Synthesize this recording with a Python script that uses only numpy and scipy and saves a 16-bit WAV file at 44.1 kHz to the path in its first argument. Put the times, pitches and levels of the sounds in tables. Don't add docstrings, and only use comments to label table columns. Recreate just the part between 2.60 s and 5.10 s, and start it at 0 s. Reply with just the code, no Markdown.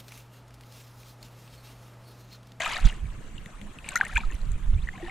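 import sys
import numpy as np
from scipy import signal
from scipy.io import wavfile
from scipy.ndimage import uniform_filter1d

SR = 44100
rng = np.random.default_rng(int(sys.argv[2]) if len(sys.argv) > 2 else 0)


def attenuation_scalar(level_db):
    decades = np.asarray(level_db, float) / 20
    return 10 ** decades


def output_pcm(signal):
    pcm = np.clip(np.atleast_2d(signal).T, -1, 1) * 32767
    wavfile.write(sys.argv[1], SR, np.round(pcm).astype(np.int16))


N = 110250

# (frequency [Hz], level [dB])
HUSH_SPECTRUM = [(59, -27.5), (100, 8), (205, -7.5), (825, -20.5), (976, -16.5), (3180, -25), (5170, -36.5),
                 (7560, -27.5), (15500, -49.5)]
# (frequency [Hz], left-right likeness [0-1])
HUSH_LIKENESS = [(100, 0.89), (400, 0.83), (3000, 0.13)]
# (frequency [Hz], left over right [dB])
HUSH_BALANCE = [(200, -0.5), (1000, -0.5), (5000, 5)]
# (time [s], level [dB])
STIR = [(0, -33), (.17, -35), (.2, -43), (.33, -49), (.42, -62), (1.2, -62.5), (1.27, -47), (1.37, -47),
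        (1.62, -48), (1.68, -56.5), (2.27, -63.5), (2.4, -55.5), (2.5, -47)]
# (frequency [Hz], level [dB])
SWARM_SPECTRUM = [(240, -53), (400, -33), (588, -2.5), (1310, -0.5), (2520, -5), (4800, -13), (6240, -48),
                  (10600, -120)]
SPRAY_SPECTRUM = [(1470, -41), (2500, 4), (3070, -17), (4140, 8), (5040, -27), (6540, 3), (9800, -6),
                  (13700, -12), (15500, -38)]
FOAM_SPECTRUM = [(180, -53), (300, -9.5), (384, -28), (590, -23), (863, -13.5), (2440, -5), (5390, -20.5),
                 (7620, -21), (15500, -47)]
# (time [s], level [dB])
GUST = [(0, -48), (.18, -41.5), (.26, -18.5), (.31, -35), (.45, -35), (.52, -38.5), (1.2, -51.5),
        (1.4, -42), (1.57, -27.5), (1.66, -32), (1.75, -34.5), (1.83, -36), (1.89, -29.5), (1.97, -36.5),
        (2.06, -30), (2.16, -26), (2.26, -31.5), (2.36, -39)]
# (frequency [Hz], level [dB])
RUMBLE_SPECTRUM = [(7.1, -10), (12, 23.5), (32, -4), (82, -7.5), (219, -16.5), (254, -67), (400, -78),
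                   (520, -71), (880, -120)]
# (time [s], peak [dB], pitch [Hz], 60 dB decay [s])
PLOPS = [(0.325, -36, 1730, 0.022), (0.455, -45.5, 2220, 0.043), (.758, -49, 2880, 0.02),
         (0.78, -38, 2720, 0.025), (0.86, -35, 1820, 0.008), (1.014, -39.5, 1970, 0.013),
         (1.187, -36.5, 2450, .02), (1.244, -37, 2350, 0.014), (1.262, -37, 2220, 0.025),
         (1.272, -40, 2550, 0.019), (1.288, -28.5, 2190, 0.02), (1.316, -37.5, 1510, 0.094),
         (1.36, -19, 1823, 0.029), (1.374, -27.5, 1420, 0.054), (1.411, -6, 1530, 0.014),
         (1.466, -31, 1950, 0.023), (1.57, -14, 2370, 0.03), (1.578, -23.5, 903, 0.042),
         (1.604, -31, 2280, 0.03), (1.635, -33, 1250, 0.045), (1.703, -37.5, 1767, 0.038),
         (2.427, -33, 342, 0.17), (2.463, -39.5, 1770, 0.06), (.296, -33, 2760, 0.044),
         (1.01, -38.5, 204, 0.34), (.003, -28, 655, 0.041), (.047, -23, 2450, 0.014),
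         (.053, -27.5, 2380, 0.09), (.121, -29, 2140, 0.036), (.147, -28, 2340, .03),
         (.256, -30, 3230, 0.028), (1.547, -46, 2800, 0.036), (1.722, -38.5, 2570, 0.024),
         (2.137, -46, 2720, .02), (2.144, -47, 3370, .02), (2.281, -44, 2700, 0.011),
         (2.337, -45.5, 765, .06), (2.379, -39, 1660, .02), (2.38, -45, 736, 0.083),
         (2.425, -40, 1830, 0.033), (2.444, -42, 1800, 0.032), (2.45, -43.5, 887, 0.06),
         (2.481, -37, 770, 0.086), (2.495, -31, 2070, 0.049)]
# (time [s], peak [dB], ring [Hz])
TICKS = [(0.0571, -30, 7640), (0.1063, -45, 5900), (0.1358, -32.5, 4970), (0.1603, -38, 7480),
         (0.2525, -34, 7450), (0.8592, -53, 7350), (1.0141, -53, 7300), (1.1867, -51, 10500),
         (1.2897, -24, 8220), (1.32, -37, 7600), (1.3574, -14.5, 6570), (1.3672, -27, 7500),
         (1.3745, -27, 6100), (1.451, -31.5, 8050), (1.482, -39, 9330), (1.5274, -50, 8450),
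         (1.5402, -44.5, 10600), (1.5552, -33.5, 8040), (1.578, -27.5, 7300), (1.714, -41.5, 7240),
         (1.745, -43, 10500), (1.918, -37, 7800), (.004, -31.5, 8200), (.066, -33, 7500),
         (.1241, -37, 6960), (0.195, -40, 6550), (.2104, -47, 10200), (.2718, -38, 8900),
         (0.168, -33, 4370), (0.782, -49, 4000), (.8592, -39.5, 3500), (1.0145, -39, 3230),
         (1.068, -54, 10400), (1.244, -49, 3540), (1.256, -47, 8950), (1.3079, -47, 10800),
         (1.3574, -53, 12500), (1.3725, -37, 11900), (1.3865, -42, 10100), (1.4155, -33.5, 3300),
         (1.433, -47, 10600), (1.476, -51, 11000), (1.5547, -44, 3750), (1.562, -38, 7040),
         (1.572, -38, 9200), (1.733, -48, 11000), (1.752, -44, 5800), (1.816, -45, 4230),
         (1.854, -47, 4200), (1.9805, -50, 9400), (2.445, -46, 3680), (2.47, -53, 3600)]
# (time [s], length [s], level [dB], start [Hz], end [Hz])
CHIRPS = [(0.011, 0.054, -35, 1623, 1696), (0.062, 0.02, -27, 1160, 1430),
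          (0.165, 0.0095, -25.5, 1720, 1950), (1.361, 0.017, -24, 1830, 2280), (1.4, 0.011, -32, 820, 990),
          (1.415, 0.028, -39, 800, 754), (1.429, 0.016, -29, 970, 1920), (1.449, 0.017, -33.5, 1805, 1880),
          (1.495, 0.023, -39, 1240, 1590), (1.511, 0.0066, -38, 1990, 2490),
          (1.572, 0.012, -31.5, 3220, 3600), (2.2724, 0.0097, -35, 1825, 2130),
          (2.351, 0.014, -44, 1780, 3230), (2.401, 0.037, -43.5, 590, 880), (1.356, .012, -18, 1353, 1520),
          (1.557, 0.012, -20, 2540, 1990), (1.562, .019, -21.5, 1470, 1940),
          (2.288, 0.0048, -24, 1770, 2060), (1.494, 0.0094, -37, 1750, 1840),
          (2.344, 0.039, -47, 1112, 905), (2.328, 0.023, -48.5, 2000, 2250)]
# (time [s], peak [dB], swing [Hz])
THUMPS = [(0.262, -6, 34.7), (0.256, -16.5, 135.6), (.436, -22.5, 49.2), (.458, -27, 94), (.49, -31, 39.3),
          (1.076, -34.5, 21.7), (1.565, -19, 43.5), (2.104, -21, 31.5), (1.653, -24.5, 24.2),
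          (1.748, -23, 46), (1.83, -26.5, 21.8), (1.892, -25, 37), (2.043, -25.5, 40), (2.073, -22.5, 43),
          (2.242, -22, 40.5), (2.141, -21.5, 70), (2.152, -20, 75), (2.166, -20, 82.5)]
# (time [s], pitch [Hz], level [dB])
WHISTLE = [
    (2.15, 1950, -59),
    (2.19, 2500, -51),
    (2.21, 2800, -70),
    (2.222, 3480, -51),
    (2.234, 4150, -54),
    (2.243, 5200, -72),
    (2.252, 6100, -62),
    (2.28, 7250, -68),
    (2.34, 7500, -72),
]

HUSH_DB = -48
SWARM_PER_S, SWARM_SPREAD_DB, SWARM_DB = 900, 4.5, 0.5
SPRAY_PER_S, SPRAY_SPREAD_DB, SPRAY_DB = 1100, 7.5, -11.5
FOAM_DB, WATER_PAN_DB = -4.5, 2
RISE_S = 0.00021
PLOP_GLIDE = 0.047
PINCH, PINCH_S = 0.34, 0.0008
TICK_CYCLES, TICK_SNAP_DB = 22, -1.5
GUST_PAN_DB, GUST_LIKENESS = -3.5, 0.93
THUMP_TURNS, THUMP_PAN_DB = 0.61, -6.5
RATTLE_DB, RATTLE_S = -33, 0.021
EDGE_HZ = 15500


def evened(x):
    return x / np.sqrt(np.mean(x ** 2) + 1e-20)


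def read(points, hz):
    f, value = np.transpose(points)
    return np.interp(np.log(hz + 1), np.log(f + 1), value)


def curve(points):
    s, value = np.transpose(points)
    return np.interp(np.arange(N) / SR, s, value)


def add(mix, s, sound):
    part = mix[..., round(s * SR):][..., :sound.shape[-1]]
    part += sound[..., :part.shape[-1]]


def pan(x, db):
    return x * attenuation_scalar(np.array([[db / 2], [-db / 2]]))


def sweep(hz):
    return np.sin(2 * np.pi * np.cumsum(hz) / SR)


def colour(points):
    gain = read(points, np.fft.rfftfreq(4096, 1 / SR)) * np.log(10) / 20
    full = np.concatenate([gain, gain[-2:0:-1]])
    return np.fft.ifft(np.exp(np.conj(signal.hilbert(full)))).real[:2048]


def noise(points, likeness, balance, patchy_db, size):
    frames, hz = 4 * N // size + 5, np.fft.rfftfreq(size, 1 / SR)
    a, b, c, d, patches = rng.standard_normal((frames, len(hz), 5)).T
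    patches = uniform_filter1d(patches, size=6, axis=0)
    patches = evened(uniform_filter1d(patches, size=8, axis=1))
    like = np.clip(read(likeness, hz), -1, 1)[:, None]
    lean = attenuation_scalar(read(balance, hz) / 2)[:, None]
    left = a + 1j * b
    right = like * left + np.sqrt(1 - like ** 2) * (c + 1j * d)
    z = np.array([left * lean, right / lean])
    z *= attenuation_scalar(read(points, hz)[:, None] + patchy_db * patches)
    return evened(signal.istft(z, nperseg=size, noverlap=size * 3 // 4)[1][:, :N])


def bubble(hz, t60, glide, pinch=0.):
    t = np.arange(0, t60, 1 / SR)
    turns = hz * (t + glide * t ** 2 + pinch * PINCH_S * (1 - np.exp(-t / PINCH_S)))
    onset = (1 - np.exp(-t / max(RISE_S, .5 / hz))) ** 2
    return onset * attenuation_scalar(-60 * t / t60) * np.sin(2 * np.pi * turns)


def speck(hz, cycles, chance):
    ring = bubble(hz, cycles / hz, 0)
    ring = ring * (1 + 0.49 * uniform_filter1d(chance, size=6)[:len(ring)])
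    return ring / abs(ring).max()


def sparse(per_s, spread_db):
    size = attenuation_scalar(spread_db * np.minimum(rng.exponential(1, N), 3.))
    return size * (rng.random(N) < per_s / SR) * rng.choice([-1, 1], N)


def flutter():
    drift = uniform_filter1d(rng.standard_normal(N), size=50)
    return attenuation_scalar(1.5 * evened(uniform_filter1d(drift, size=50)))


def hush():
    return attenuation_scalar(HUSH_DB) * noise(HUSH_SPECTRUM, HUSH_LIKENESS, HUSH_BALANCE, 3.4, size=512)


def swarm():
    hits, kind, out = sparse(SWARM_PER_S, SWARM_SPREAD_DB), rng.integers(0, 36, N), np.zeros((2, N))
    for k, hz in enumerate(np.geomspace(520, 3900, 36)):
        cycles, glide, side = rng.random(3)
        t60 = (16 + 34 * cycles) / hz
        ring = signal.oaconvolve(hits * (kind == k), bubble(hz, t60, 0.14 * glide / t60))[:N]
        level = attenuation_scalar(read(SWARM_SPECTRUM, hz)) * hz ** 1.11
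        out += pan(level * ring, WATER_PAN_DB + 11.0 * (side - .5))
    return evened(out)


def spray():
    hits, kind, out = sparse(SPRAY_PER_S, SPRAY_SPREAD_DB), rng.integers(0, 12, N), np.zeros((2, N))
    for k, hz in enumerate(np.geomspace(3600, 11500, num=12)):
        ring = signal.oaconvolve(hits * (kind == k), speck(hz, 12., rng.standard_normal(600)))[:N]
        out += pan(attenuation_scalar(read(SPRAY_SPECTRUM, hz)) * ring, 1.5 + 5.0 * (rng.random() - .5))
    return evened(out)


def foam():
    likeness = [(500, 1.0), (4000, 0.59), (14000, 0.74)]
    return noise(FOAM_SPECTRUM, likeness, [(500, 0.64), (8000, 0.72)], 3.2, size=256)


def slosh():
    water = attenuation_scalar(SWARM_DB) * swarm() + attenuation_scalar(SPRAY_DB) * spray() + attenuation_scalar(FOAM_DB) * foam()
    return attenuation_scalar(curve(STIR)) * water


def gusts():
    spectrum = RUMBLE_SPECTRUM + [(800, -93)]
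    rumble = noise(spectrum, [(50, GUST_LIKENESS)], [(50, GUST_PAN_DB)], 3.38, size=2048)
    return attenuation_scalar(curve(GUST) + 1.5) * rumble


def plops():
    out = np.zeros(N)
    for s, db, hz, t60 in PLOPS:
        ring = bubble(hz, t60, PLOP_GLIDE / t60, PINCH)
        add(out, s, attenuation_scalar(db) * ring / abs(ring).max())
    return out


def ticks():
    out, snap = np.zeros((2, N)), colour(SPRAY_SPECTRUM)
    snap = snap / abs(snap).max()
    for s, db, hz in TICKS:
        chance = rng.standard_normal(600)
        pan_db = 6.5 + 0.75 * chance[0] + hz / 4000
        add(out, s, pan(attenuation_scalar(db) * speck(hz, TICK_CYCLES, chance), pan_db))
        add(out, s, pan(attenuation_scalar(db + TICK_SNAP_DB) * snap, pan_db))
    t = np.arange(SR // 20) / SR
    scatter = rng.standard_normal((2, len(t))) * attenuation_scalar(-60 * t / 0.04)
    return out + attenuation_scalar(-28) * signal.oaconvolve(out, scatter, axes=1)[:, :N]


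def chirps():
    out = np.zeros(N)
    for s, length, db, hz0, hz1 in CHIRPS:
        u = np.arange(0, length, 1 / SR) / length
        swell = np.sin(np.pi * u ** 0.48)
        add(out, s, attenuation_scalar(db) * swell * sweep(hz0 + (hz1 - hz0) * u))
    return out


def thumps():
    out, t = np.zeros((2, N)), np.arange(N) / SR
    for s, db, hz in THUMPS:
        swell = np.exp(-((t - s) * hz / THUMP_TURNS) ** 2)
        out -= pan(attenuation_scalar(db) * swell * np.cos(2 * np.pi * hz * (t - s)), THUMP_PAN_DB)
    return out


def rattle():
    late = np.arange(N) / SR - THUMPS[0][0] + 0.013
    shake = (late > 0) * np.exp(-(late / RATTLE_S / 2) ** 2)
    return attenuation_scalar(RATTLE_DB) * shake * noise(FOAM_SPECTRUM, [(500, 0.83)], [(500, 0.73)], 7.9, size=128)


def whistle():
    out = np.zeros(N)
    s, hz, db = np.transpose(WHISTLE)
    t = np.arange(s[0], s[-1], 1 / SR)
    breath = 1 + 0.43 * evened(uniform_filter1d(rng.standard_normal(len(t)), size=120))
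    add(out, s[0], breath * attenuation_scalar(np.interp(t, s, db)) * sweep(np.interp(t, s, hz)))
    return out


def scene():
    drops = pan((plops() + chirps() + whistle()) * flutter(), 2.5)
    wind = gusts() + thumps() + rattle()
    return hush() + slosh() + drops + ticks() + wind


def band_limit(x):
    return signal.sosfilt(signal.butter(12, 15640, fs=SR, output="sos"), x)


def record(dry):
    lowpass = signal.firwin(numtaps=127, cutoff=EDGE_HZ, fs=SR)
    mix = signal.oaconvolve(dry, lowpass[None], "same")
    return band_limit(mix)


dry = scene()
out = record(dry)
output_pcm(out)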